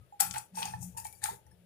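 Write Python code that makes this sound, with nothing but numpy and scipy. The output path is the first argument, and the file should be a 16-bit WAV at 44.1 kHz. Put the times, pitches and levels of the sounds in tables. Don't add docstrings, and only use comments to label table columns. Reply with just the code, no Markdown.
import sys
import numpy as np
from scipy import signal
from scipy.fft import rfft, irfft, next_fast_len
from scipy.io import wavfile

SR = 44100
rng = np.random.default_rng(int(sys.argv[2]) if len(sys.argv) > 2 else 0)


def invert_db(level):
    return 10 ** (np.asarray(level, dtype=float) / 20)


def pcm_store(signal):
    levels = np.round(np.clip(np.atleast_2d(signal), -1, 1) * 32767)
    wavfile.write(sys.argv[1], SR, levels.astype(np.int16).T)


N = 72765


def rms_one(x):
    return x / np.sqrt(np.mean(x ** 2) + 1e-20)


def at_hz(points, hz):
    p = np.array(points, float)
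    return np.interp(np.log(np.maximum(hz, 1)), np.log(p[:, 0]), p[:, 1])


def in_time(rows, column, outside=-120):
    p = np.array(rows, float)
    return np.interp(np.arange(N) / SR, p[:, 0], p[:, column], left=outside, right=outside)


def coloured(x, spectrum):
    gain = invert_db(at_hz(spectrum, np.fft.rfftfreq(N, 1 / SR)))
    return irfft(rfft(x) * rms_one(gain), N)


def resonate(x, hz, width_hz):
    r = np.exp(-np.pi * width_hz / SR)
    zeros = [(1 - r * r) / 2, 0, (r * r - 1) / 2]
    poles = [1, -2 * r * np.cos(2 * np.pi * hz / SR), r * r]
    return signal.lfilter(zeros, poles, x + 1e-18)


def body(x, peaks):
    out = 0
    for k, (hz, width, db) in enumerate(peaks):
        even_power = np.sqrt(SR / np.pi / width)
        out = out + (-1) ** k * invert_db(db) * resonate(x, hz, width) * even_power
    return out


# (frequency [Hz], relative level per Hz [dB])
HISS_SPECTRUM = [(18, -38), (40, -10.5), (120, -8), (250, -24.5), (311, -16.5), (499, -13.5), (889, -27.5),
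                 (1040, -30), (1590, -24), (3200, -25.5), (6210, -33.5), (9460, -30.5), (10200, -35.5),
                 (14800, -29.5), (16000, -39)]
# (frequency [Hz], width [Hz], level [dB])
WHINES = [(10540, 200, -78), (9800, 80, -92)]
HISS_DB, HISS_ALIKE = -68, 0.39


def hiss():
    shared, left, right = (coloured(x, HISS_SPECTRUM) for x in rng.standard_normal((3, N)))
    pair = np.sqrt(HISS_ALIKE) * shared + np.sqrt(1 - HISS_ALIKE) * np.array([left, right])
    return invert_db(HISS_DB) * pair + body(rng.standard_normal(N), WHINES)


# (time [s], upper tones' relative level [dB], lower tones' relative level [dB])
EFFORT_SWELL = [(0.0, -80, -53), (0.16, -76.5, -89.5), (0.202, -89, -64), (0.228, -52, -72),
                (0.256, -52, -61), (0.302, -53.5, -53.5), (0.358, -66.5, -54.5), (0.496, -72, -78),
                (0.532, -51.5, -66), (0.726, -57.5, -52.5), (0.772, -47.5, -53), (0.794, -50, -59.5),
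                (0.812, -56, -47.5), (0.89, -50.5, -55.5), (0.922, -68.5, -56.5), (1.13, -69, -64),
                (1.276, -73, -59), (1.318, -56.5, -61), (1.424, -87, -65), (1.506, -73.5, -60),
                (1.636, -63.5, -73), (1.65, -56.5, -74)]
# (frequency [Hz], width of the narrower pass [Hz], relative level [dB])
RUMBLE_TONES = [(70, 16, -1.5), (95, 19, 1.5), (121.8, 6, 2.5), (177.6, 5.1, -0.5), (230, 16, -16)]
RUMBLE_DB, LOWER_TONES_DB, UPPER_FROM_HZ = 2.5, -4, 140


def rumble():
    white = rng.standard_normal((len(RUMBLE_TONES), N + SR // 4))
    upper = in_time(EFFORT_SWELL, 1, None)
    lower = in_time(EFFORT_SWELL, 2, None) + LOWER_TONES_DB
    out = 0
    for (hz, width, db), noise in zip(RUMBLE_TONES, white):
        swell = upper if hz > UPPER_FROM_HZ else lower
        tone = resonate(resonate(noise, hz, width), hz, 4.2 * width)[-N:]
        out = out + invert_db(RUMBLE_DB + db + swell) * rms_one(tone)
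    return out


# (frequency [Hz], t60 [s])
ROOM_DECAY = [(100, 0.32), (1000, 0.2), (5000, 0.2), (15000, 0.19)]
ROOM_DB, FIRST_ECHO_S = -7.5, 0.0046
RIGHT_ROOM_DB, SHADOW_FROM_HZ = 5, 990


def room(x):
    t, tail = np.arange(SR // 2) / SR, 0
    white = rng.standard_normal((2, len(t)))
    for low in 62.5 * 2.0 ** np.arange(8):
        octave = signal.butter(2, [low, 2 * low], "band", fs=SR, output="sos")
        fade = invert_db(-60 * t / at_hz(ROOM_DECAY, np.sqrt(2) * low))
        port_gain = invert_db(np.array([[0], [RIGHT_ROOM_DB * (low > SHADOW_FROM_HZ)]]))
        tail = tail + signal.sosfilt(octave, white) * fade * port_gain
    tail = tail * np.clip(t / FIRST_ECHO_S - 1, 0, 1)
    tail = tail / np.sqrt(np.sum(tail[0] ** 2))
    return invert_db(ROOM_DB) * signal.fftconvolve(x[None], tail, axes=1)[:, :N]


# (frequency [Hz], level [dB])
LEFT_ABOVE_RIGHT = [(60, 11), (110, 14), (200, 3.5), (380, 1), (700, -5), (1290, 3.5), (2380, 13),
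                    (4400, 17), (8120, 15), (15000, 13.5)]
# (frequency [Hz], phase [radians])
HOUSING_TURN = [(500, -0.5), (850, 0.62), (1030, 0.44), (1550, 3.5), (3000, 8)]


def ports(pair, lag_s, turn):
    size = next_fast_len(N + 8192)
    hz = np.fft.rfftfreq(size, 1 / SR)
    phase = turn * at_hz(HOUSING_TURN, hz) - 2 * np.pi * hz * lag_s
    path = invert_db(-at_hz(LEFT_ABOVE_RIGHT, hz)) * np.exp(1j * phase)
    padded = np.pad(pair[1], 4096, mode="reflect")
    right = irfft(rfft(padded, size) * path, size)[4096:4096 + N]
    return np.array([pair[0], right])


# (time [s], relative level [dB], pitch [Hz], t60 [s])
CAN_KNOCKS = [(0.123, -47.5, 820, 0.11), (0.204, -29.5, 825.5, 0.068), (0.345, -39, 875, 0.093),
              (0.363, -30, 858, 0.065), (0.572, -31, 886, 0.094), (0.618, -33, 905, 0.092),
              (0.655, -30.5, 837, 0.041), (0.676, -50.5, 831, 0.13), (0.736, -29, 870, 0.046),
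              (0.946, -54, 903, 0.08), (0.965, -44.5, 922, 0.15), (0.98, -43.5, 879, 0.14),
              (1.051, -32, 870.4, 0.048), (1.23, -40.5, 843, 0.11), (1.258, -34.5, 871, 0.042),
              (1.286, -29, 894.6, 0.06), (1.466, -61, 859, 0.09), (1.514, -67, 880, 0.11)]
KNOCK_DB, KNOCK_RISE_S = 6, 0.0025
PAIR_SPLIT, PAIR_DB = 1.06, -7.5


def knocks():
    out, t = np.zeros(N + SR), np.arange(SR // 2) / SR
    for s, db, hz, t60 in CAN_KNOCKS:
        start = int(s * SR)
        fade = (1 - np.exp(-t / KNOCK_RISE_S)) ** 2 * invert_db(-60 * t / t60)
        tone = np.sin(2 * np.pi * hz * t) + invert_db(PAIR_DB) * np.sin(2 * np.pi * hz * PAIR_SPLIT * t)
        out[start:start + len(t)] += invert_db(db + KNOCK_DB) * fade * tone
    return out[:N]


# (time [s], level [dB], pitch [Hz], t60 [s])
SINGLE_TONES = [(0.126, -63, 7250, 0.081), (0.591, -51.5, 492, 0.22), (0.737, -36, 1786, 0.04),
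                (0.974, -50, 1760, 0.05), (0.974, -47.5, 2740, 0.077), (.975, -52, 3750, 0.078),
                (1.052, -43, 2314, 0.043), (1.07, -52.5, 2256, 0.14), (1.088, -54, 2320, 0.042),
                (1.05, -51, 3150, 0.068), (1.064, -54.5, 4290, 0.079), (1.13, -52, 2305, 0.082),
                (1.15, -54.5, 4650, 0.061), (1.312, -46.5, 401, 0.081), (1.33, -49.5, 473, 0.079),
                (1.465, -60.5, 5900, 0.044), (1.465, -60, 1880, 0.032), (1.514, -60, 9500, .1),
                (1.515, -55, 5330, 0.026), (1.513, -58, 1737, 0.048), (.221, -33, 787.5, 0.096),
                (.545, -51, 853, .1), (.825, -41, 840, 0.044), (1.135, -54, 827, .08),
                (1.34, -48.5, 890, 0.027), (.01, -66.5, 1258, 0.21), (.98, -49.5, 4750, 0.11),
                (1.218, -45.5, 1764, .08)]
TONE_RISE_S = 0.00067


def single_tones():
    out, t = np.zeros(N + SR), np.arange(SR // 2) / SR
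    for s, db, hz, t60 in SINGLE_TONES:
        start = int(s * SR)
        fade = (1 - np.exp(-t / TONE_RISE_S)) ** 2 * invert_db(db - 60 * t / t60)
        out[start:start + len(t)] += fade * np.sin(2 * np.pi * hz * t)
    return out[:N]


# (time [s], relative level [dB], colour [Hz], crackle time constant [ms])
WALL_SNAPS = [(0.2026, -10.5, 13000, 2.2), (0.2077, -9.5, 8280, 2), (0.3101, -27, 6070, 2.2),
              (0.3394, -35.5, 9440, 3.8), (0.3454, -35, 3100, 1.15), (0.3601, -30, 1740, 3.6),
              (0.3821, -25, 8020, 0.83), (0.5542, -39, 5550, 1.8), (0.629, -23, 3300, 1.6),
              (0.6544, -25.5, 7010, 2.7), (0.8278, -45.5, 8330, 1.1), (0.9732, -29.5, 10000, 1.9),
              (0.9782, -33.5, 8270, 2.5), (1, -33, 9670, 2.5), (1.0468, -34.5, 9560, 5.4),
              (1.0674, -35, 9170, 2.5), (1.1265, -40, 10600, 3.3), (1.2396, -15.5, 8520, 2.7),
              (1.2574, -26.5, 1650, 2.5), (1.4653, -58.5, 9510, 3.1), (1.5116, -58, 9600, 2.3)]
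# (frequency [Hz], undamped width [Hz], relative level [dB])
WALL_MODES = [(4680, 28, 2.5), (4850, 40, -7.5), (7200, 49, -12.5), (7080, 110, -5.5), (8010, 150, 5),
              (8290, 29, -3.5), (8660, 15, -7), (9110, 17, -4), (9540, 120, 7.5), (10370, 38, 3),
              (11060, 44, 3), (10830, 130, -9), (13700, 47, -0.5), (13800, 95, -11)]
WALL_DAMPING = 1.87
SNAP_DB, SNAP_BROAD_DB, WALL_DB = 4.5, -22.5, -11
SNAP_Q, SNAP_LOW_CUT_HZ = 3.4, 910


def snaps():
    out, t = np.zeros(N + SR), np.arange(2048) / SR
    noise = rng.standard_normal((len(WALL_SNAPS), len(t)))
    for (s, db, hz, ms), white in zip(WALL_SNAPS, noise):
        start = int(s * SR)
        burst = white * np.exp(-1000 * t / ms)
        crack = resonate(burst, hz, hz / SNAP_Q) + invert_db(SNAP_BROAD_DB) * np.diff(burst, prepend=0)
        out[start:start + len(t)] += invert_db(db + SNAP_DB) * crack / np.abs(crack).max()
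    low_cut = signal.butter(3, SNAP_LOW_CUT_HZ, "high", fs=SR, output="sos")
    cracks = signal.sosfilt(low_cut, out)[:N]
    rung = body(cracks, [(hz, width * WALL_DAMPING, db) for hz, width, db in WALL_MODES])
    return cracks + invert_db(WALL_DB) * rung * np.std(cracks) / np.std(rung)


# (time [s], relative scrape level [dB], bite above scrape [dB])
BLADE_STROKES = [
    [(0.19, -90, -1), (0.2, -34, -3), (0.206, -21.5, -14.5), (0.22, -35.5, -3.5), (0.304, -49, -11.5),
     (0.31, -54, 8.5), (0.33, -49.5, -17), (0.342, -46, 4), (0.358, -49.5, -2.5), (0.386, -39, -9),
     (0.392, -51.5, -4.5), (0.47, -68.5, -13)],
    [(0.53, -86, 4), (0.556, -46, -13.5), (0.592, -41.5, -2), (0.616, -42, -8.5), (0.626, -49, 9),
     (0.648, -48.5, -3), (0.656, -50, 5), (0.68, -49.5, 0.5), (0.728, -53, -8.5), (0.734, -57, 1),
     (0.79, -64.5, -11)],
    [(0.79, -53, -15), (0.796, -62, -17), (0.83, -39.5, -28.5), (0.862, -52, -21.5), (0.928, -66, -12),
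     (0.96, -71.5, -16)],
    [(0.96, -75, -14), (0.976, -40, -16.5), (1.038, -59.5, -11), (1.052, -43.5, -11.5), (1.116, -63, -19),
     (1.132, -59.5, -15), (1.198, -63, -19), (1.21, -70, -9)],
    [(1.21, -71.5, -3), (1.218, -59, -4), (1.24, -36.5, -6), (1.26, -39, -5), (1.354, -57, -6.5),
     (1.42, -86, -38)],
]
# (frequency [Hz], undamped width [Hz], relative level [dB])
FAVOURED_TONES = [
    [(8650, 900, -0.5), (1390, 66, -3.5), (2390, 130, -17)],
    [(5900, 170, 12), (1525, 110, -15), (3300, 40, -10), (9200, 970, -1)],
    [(6600, 1000, 19), (5070, 97, 2), (8310, 1300, 19.5)],
    [(10000, 170, 9.5), (1826, 70, 7.5), (3050, 52, 4.5), (3750, 46, -1), (4750, 80, 1.5), (5560, 120, 2.5)],
    [(1730, 130, 17.5), (3790, 220, 17), (8930, 850, 19)],
]
# (frequency [Hz], undamped width [Hz], relative level [dB])
LOWER_WALL_MODES = [(1650, 100, -10.5), (2380, 120, -27.5), (2547, 88, 7), (3170, 32, -21), (3176, 81, 4.5),
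                    (3860, 110, -12), (4270, 47, -6.5), (4660, 66, -7.5), (5200, 30, -10), (6030, 40, 5),
                    (6140, 14, -8.5)]
# (frequency [Hz], relative level per Hz [dB])
EDGE_SPECTRUM = [(3290, -37.5), (5600, -9), (5930, -7), (7190, 3), (10400, -0.5), (14400, -5),
                 (15400, -3.5), (16000, -21)]
# (frequency [Hz], relative level per Hz [dB])
BITE_SPECTRUM = [(620, -33.5), (1050, 2), (1550, 2.5), (1970, 4), (2650, -1.5), (3000, -7.5), (3290, -1),
                 (4060, 0), (5600, -1.5), (7280, -38), (12300, -120)]
# (frequency [Hz], width [Hz], relative level [dB])
HOLLOW_MODES = [(793, 40, -4.5), (849.2, 17, 1), (886, 50, -3)]
SCRAPE_DB, HOLLOW_DB, WALL_IN_SCRAPE_DB = 2, -5, -4
GRAINS_PER_S, GRAIN_SPREAD_DB = 6600, 3.5
RING_SHARE, STROKE_CHANGE_DB = 0.63, 4


def scrape():
    sizes = invert_db(GRAIN_SPREAD_DB * np.minimum(rng.exponential(1, (2, N)), 5)) * rng.choice([-1, 1], (2, N))
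    slips = rms_one(sizes * (rng.random((2, N)) < GRAINS_PER_S / SR))
    modes = list(LOWER_WALL_MODES) + [(hz, width, db + WALL_IN_SCRAPE_DB) for hz, width, db in WALL_MODES]
    changes = rng.normal(0, STROKE_CHANGE_DB, (len(BLADE_STROKES), len(modes)))
    out = 0
    for rows, tones, change in zip(BLADE_STROKES, FAVOURED_TONES, changes):
        ringing = [(hz, width * WALL_DAMPING, db + c) for (hz, width, db), c in zip(modes, change)]
        ringing += [(hz, width * WALL_DAMPING, db) for hz, width, db in tones]
        rung = rms_one(body(slips, ringing))
        fine, coarse = np.sqrt(1 - RING_SHARE) * slips + np.sqrt(RING_SHARE) * rung
        level_db = in_time(rows, 1)
        deep = invert_db(level_db + in_time(rows, 2))
        bright = invert_db(level_db) * rms_one(coloured(fine, EDGE_SPECTRUM))
        middle = deep * rms_one(coloured(coarse, BITE_SPECTRUM))
        hollow = invert_db(HOLLOW_DB) * body(deep * slips[1], HOLLOW_MODES)
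        out = out + bright + middle + hollow
    return invert_db(SCRAPE_DB) * out


CAN_LAG_S, RUMBLE_LAG_S = 0.000484, 0.00007
RUMBLE_APART_DB = -9


def scene():
    can = snaps() + knocks() + single_tones() + scrape()
    right_only = rumble() * invert_db(RUMBLE_APART_DB) * [[0], [1]]
    background = rumble() + right_only + hiss()
    return ports(can + room(can), CAN_LAG_S, True) + ports(background, RUMBLE_LAG_S, False)


def roll_off(x):
    return signal.sosfilt(signal.butter(12, 16640, fs=SR, output="sos"), x)


OVERLOAD = 0.5
TOP_CUT_HZ = 16600


def record(dry):
    rounded = OVERLOAD * np.tanh(dry / OVERLOAD)
    top_cut = signal.cheby2(12, 70, TOP_CUT_HZ, fs=SR, output="sos")
    mix = signal.sosfilt(top_cut, rounded)
    return roll_off(mix)


dry = scene()
out = record(dry)
pcm_store(out)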